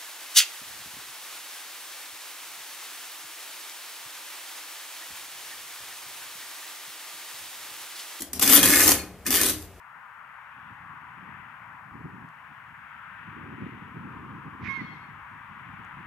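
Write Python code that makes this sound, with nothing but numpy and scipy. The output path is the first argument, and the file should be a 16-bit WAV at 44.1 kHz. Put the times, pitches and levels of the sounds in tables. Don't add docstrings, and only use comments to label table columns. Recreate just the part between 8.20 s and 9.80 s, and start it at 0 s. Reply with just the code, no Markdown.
import sys
import numpy as np
from scipy import signal
from scipy.fft import rfft, irfft
from scipy.io import wavfile
from scipy.ndimage import uniform_filter1d

SR = 44100
rng = np.random.default_rng(int(sys.argv[2]) if len(sys.argv) > 2 else 0)


def master(y):
    cut = np.clip(np.atleast_2d(y).T, -1, 1)
    pcm = np.round(cut * 32767)
    wavfile.write(sys.argv[1], SR, pcm.astype(np.int16))


N = 70560

# (frequency [Hz], left-right likeness [0-1])
STEREO_LIKENESS = [(2000, 0.95), (3400, 0.65), (4200, 0.23), (7500, 0.24), (9200, 0.41)]
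# (frequency [Hz], level [dB])
BRIGHT_SPECTRUM = [(100, -6.5), (1700, -3), (4200, -4), (12500, 4), (16000, 0)]
BUMPS_PER_S, BUMP_SPREAD_DB = 700, 2.5
GRIT_PER_S, GRIT_SPREAD_DB = 5000, 3.5
KNOCK_T60_S = 0.016


def amp(db):
    return 10 ** (np.asarray(db) / 20)


def unit(x):
    return x / np.sqrt(np.mean(x ** 2) + 1e-20)


def read(points, hz):
    f, value = np.transpose(points)
    return np.interp(np.log(hz + 1), np.log(f + 1), value)


def envelope(curves):
    t = np.arange(N) / SR
    return sum(amp(np.interp(t, c[:, 0], c[:, 1], left=-np.inf, right=-np.inf))
               for c in map(np.array, curves))


def colour(x, spectrum):
    hz = np.fft.rfftfreq(x.shape[-1], 1 / SR)
    return irfft(rfft(x) * amp(read(spectrum, hz)), x.shape[-1])


def stereo_noise(size):
    hz = np.fft.rfftfreq(size, 1 / SR)
    likeness = np.clip(read(STEREO_LIKENESS, hz), .02, 1)
    apart = np.sqrt(-2 * np.log(likeness)) * rng.standard_normal(len(hz))
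    return irfft(np.exp(2j * np.pi * rng.random(len(hz)) + .5j * np.array([apart, -apart])), size)


def stereo_phase(hz):
    return np.arccos(np.clip(read(STEREO_LIKENESS, hz), 0, 1)) * np.array([[.5], [-.5]])


def ring(spectrum, t60, size=2048, hump_db=3):
    humps = uniform_filter1d(rng.standard_normal(size // 2 + 1), size=12)
    humps = unit(uniform_filter1d(humps, size=8))
    noise = irfft(rfft(colour(stereo_noise(size), spectrum)) * amp(hump_db * humps))
    decay = np.exp(-np.log(1000) * np.arange(size) / SR / t60)
    return unit(noise * decay) / np.sqrt(size)


def modes(table, size=16384):
    t, response = np.arange(size) / SR, 0
    for k, (hz, width, db) in enumerate(table):
        tone = np.cos(2 * np.pi * hz * t + (-1) ** k * stereo_phase(hz))
        response = response + amp(db) * np.sqrt(width) * np.exp(-np.pi * width * t) * tone
    return unit(response) / np.sqrt(size)


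def through(force, response):
    return signal.fftconvolve(np.atleast_2d(force), response, axes=1)[:, :N]


def steady(x, size):
    return x / np.sqrt(abs(uniform_filter1d((x ** 2).mean(0), size)) + 1e-9)


def resonate(hz, width_hz):
    pole = np.exp(-np.pi * width_hz / SR)
    bumps = grit(BUMPS_PER_S, BUMP_SPREAD_DB) * np.exp(2j * np.pi * rng.random(N))
    swing = signal.lfilter([1], np.poly([pole, pole]), bumps)
    apart = stereo_phase(np.mean(hz)) * rng.choice([-1, 1])
    phase = 2 * np.pi * np.cumsum(hz * np.ones(N)) / SR + apart
    return unit((swing * np.exp(1j * phase)).real)


def drift(step_s):
    return np.interp(np.arange(N) / SR / step_s, np.arange(N), rng.standard_normal(N))


def grit(per_s, spread_db):
    strength = amp(spread_db * np.minimum(rng.exponential(1, N), 4))
    return unit(strength * rng.choice([-1, 1], N) * (rng.random(N) < per_s / SR))


def train(per_s, jitter, spread_db, count=700):
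    gap, strength = rng.standard_normal((count, 2)).T
    onsets = (np.cumsum(np.exp(jitter * gap)) * SR / per_s).astype(int)
    return unit(np.bincount(onsets, amp(spread_db * np.clip(strength, -2, 2)), N)[:N])


def add(mix, s, sound):
    part = mix[:, max(round(s * SR), 0):][:, :sound.shape[1]]
    part += sound[:, :part.shape[1]]


def contacts(force, t60, count=12, handovers_per_s=14):
    # (frequency [Hz], level [dB])
    scrape_spectrum = [(100, -31), (450, -3.5), (800, -8), (1200, -2.5), (1600, -6), (6000, -1.5),
                       (12500, 1), (15500, -4.5)]
    point = (np.arange(N) / SR * handovers_per_s + rng.random(N) + rng.random(N)).astype(int) % count
    return sum(through(force * (point == k), ring(scrape_spectrum, t60)) for k in range(count))


def room_tone():
    # (frequency [Hz], level [dB])
    air_spectrum = [(30, 3), (72, 12), (110, -9.5), (450, -2.5), (2200, -10.5), (4000, -20.5),
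                    (15000, -21.5)]
    return amp(-49.5) * unit(colour(stereo_noise(N), air_spectrum))


def room_reverb(x, size=32768, onset_s=0.0022):
    # (frequency [Hz], T60 [s])
    decay_times = [(400, 0.49), (5000, 0.32)]
    # (frequency [Hz], level [dB])
    send_eq = [(1500, -5), (4000, -7), (14000, -13)]
    hz, t, bands = signal.stft(stereo_noise(size), SR, nperseg=256)
    t60 = read(decay_times, hz)[:, None]
    bands = bands * np.exp(-np.log(1000) * t / t60) / np.sqrt(t60) * np.minimum(t / onset_s, 1)
    tail = unit(signal.istft(bands, SR, nperseg=256)[1]) / np.sqrt(size)
    return through(colour(x, send_eq), tail)


def handling():
    # (time [s], level [dB])
    rustles = [
        [(.001, -32.5), (.035, -41), (.09, -54)],
        [(.133, -37.5), (.16, -36), (.194, -47)],
    ]
    return contacts(grit(GRIT_PER_S, GRIT_SPREAD_DB) * envelope(rustles), KNOCK_T60_S)


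def bench_and_room_boom():
    # (time [s], level [dB])
    boom_levels = [(.133, -44.5), (.29, -47), (.44, -32.5), (.53, -42.5), (.7, -37.5), (1.03, -56),
                   (1.12, -41.5), (1.36, -45), (1.58, -55)]
    # (frequency [Hz], width [Hz], level [dB])
    low_modes = [(77.4, 8.7, -4), (96, 38, -7.5), (175, 8, -8.5), (386, 5.6, -11)]
    boom = through(grit(BUMPS_PER_S, BUMP_SPREAD_DB), modes(low_modes))
    return steady(boom, size=3600) * envelope([boom_levels])


def frame_drone():
    # (time [s], level [dB], pitch [Hz])
    drone_curves = [
        [(.001, -38, 299.1), (.09, -59.5, 280), (.155, -43, 254.9), (.195, -49.5, 281.2), (.235, -33.5, 280.5),
         (.385, -24.5, 294.1), (.42, -32, 296.6), (.495, -25, 277.9), (.61, -34, 319.4), (.695, -26.5, 303.7),
         (.81, -50.5, 300)],
        [(1.055, -47.5, 279.4), (1.095, -30, 266.1), (1.18, -44, 319.5), (1.235, -31, 320.4), (1.315, -37, 301),
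         (1.36, -52, 294)],
    ]
    times, _, pitches = np.concatenate(drone_curves).T
    drone = resonate(np.interp(np.arange(N) / SR, times, pitches), width_hz=85.4)
    return steady(drone, size=1600) * envelope(drone_curves)


def rod_ring(wander=.012):
    # (time [s], level [dB])
    ring_levels = [
        [(.25, -34.5), (.375, -29.5), (.415, -33.5), (.45, -26), (.495, -32), (.54, -21.5), (.578, -29.5),
         (.608, -22.5), (.69, -40.5), (.83, -51)],
        [(1.052, -55), (1.064, -31.5), (1.098, -45), (1.125, -40.5), (1.195, -31.5), (1.26, -45)],
    ]
    # (frequency [Hz], width [Hz], level [dB])
    rod_modes = [(1212, 38, -9), (1516, 36, -7), (1725, 85, -3.5), (1839, 140, -2.5), (2130, 150, -6),
                 (2490, 97, -5)]
    ringing = sum(amp(db) * resonate(hz * (1 + wander * drift(step_s=.08)), width)
                  for hz, width, db in rod_modes)
    return steady(ringing, size=1400) * envelope(ring_levels)


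def rod_shimmer(rolling):
    return amp(-8.5) * through(rolling, ring(BRIGHT_SPECTRUM, t60=0.11, size=4096))


def rod_clinks():
    # (time [s], pitch [Hz], level [dB], T60 [s])
    hits = [(.431, 3265, -20, .07), (.79, 4330, -36, .12), (.797, 2430, -39, .14)]
    out, t = np.zeros((2, N)), np.arange(N) / SR
    for s, hz, db, t60 in hits:
        chatter = steady(resonate(hz, width_hz=110), size=600)
        add(out, s, amp(db) * chatter * np.exp(-np.log(1000) * t / t60))
    return out


def clicks(snap_t60_s=0.036, sleeve_db=-9):
    # (time [s], level [dB])
    hits = [(0.0206, -25), (0.1321, -22.5), (0.1951, -16.5), (.2244, -11), (0.2763, -13), (0.297, -9.5),
            (0.3618, -8.5), (.4297, -7), (0.4572, -8.5), (.503, -11), (.606, -11.5), (0.615, -16),
            (.635, -13.5), (.671, -15), (.678, -7), (.69, -8), (0.708, -14.5), (.718, -9), (1.065, -20),
            (1.106, -15.5), (1.2134, -12), (1.234, -17.5), (1.2624, -16.5), (1.297, -17)]
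    # (frequency [Hz], width [Hz], level [dB])
    sleeve_modes = [(5850, 580, -3), (9300, 240, -6.5)]
    out, sleeve = np.zeros((2, N)), modes(sleeve_modes)
    for s, db in hits:
        gain = amp(db) * np.sqrt(SR * snap_t60_s / (2 * np.log(1000)))
        add(out, s, gain * ring(BRIGHT_SPECTRUM, snap_t60_s))
        add(out, s, gain * amp(sleeve_db) * through(sleeve, ring(BRIGHT_SPECTRUM, KNOCK_T60_S)))
    return out


def bearing_judder():
    # (time [s], level [dB])
    judder_levels = [(.285, -28.5), (.328, -16.5), (.352, -10.5), (.372, -31)]
    # (frequency [Hz], width [Hz], level [dB])
    judder_modes = [(12300, 2000, -2), (13660, 1300, 1.5)]
    slips = contacts(train(per_s=286, jitter=0.13, spread_db=6), KNOCK_T60_S)
    response = modes(judder_modes)
    judder = through(through(slips, response), response)
    return steady(judder, size=400) * envelope([judder_levels])


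def bearing_roll():
    # (time [s], level [dB])
    strokes = [
        [(.208, -28.5), (.232, -16.5), (.25, -23), (.292, -18.5), (.345, -15.5), (.368, -16.5), (.424, -27),
         (.44, -18), (.48, -20.5), (.66, -19), (.715, -20), (.745, -28.5), (.8, -46)],
        [(1.05, -48), (1.068, -26.5), (1.098, -38), (1.118, -22.5), (1.15, -20), (1.19, -25.5), (1.295, -24.5),
         (1.375, -49.5), (1.44, -50), (1.49, -69)],
    ]
    push = envelope(strokes)
    rattle = contacts(train(per_s=130, jitter=.35, spread_db=3.5) * push, KNOCK_T60_S)
    scrape = contacts(grit(GRIT_PER_S, GRIT_SPREAD_DB) * push, t60=0.046)
    return amp(-2) * rattle + amp(-0.5) * scrape


def scene():
    rolling = bearing_roll() + bearing_judder()
    body = rod_shimmer(rolling) + rod_ring() + frame_drone() + bench_and_room_boom()
    carriage = rolling + body + clicks() + rod_clinks() + handling()
    return carriage + room_reverb(carriage) + room_tone()


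def record(dry):
    # (frequency [Hz], left over right [dB])
    balance = [(80, 2.5), (1200, 1.1), (6000, 2), (13000, 1.5)]
    low_cut_hz, high_cut_hz, ceiling = 53, 15100, 1.1
    mix = np.array([colour(channel, [(hz, side * db) for hz, db in balance])
                    for channel, side in zip(dry, (.5, -.5))])
    mix = signal.sosfilt(signal.butter(2, low_cut_hz, "high", fs=SR, output="sos"), mix)
    mix = ceiling * np.tanh(mix / ceiling)
    high_cut = signal.firwin(301, high_cut_hz, window=("kaiser", 8), fs=SR)
    return signal.oaconvolve(mix, high_cut[None], "same")


dry = scene()
out = record(dry)
master(out)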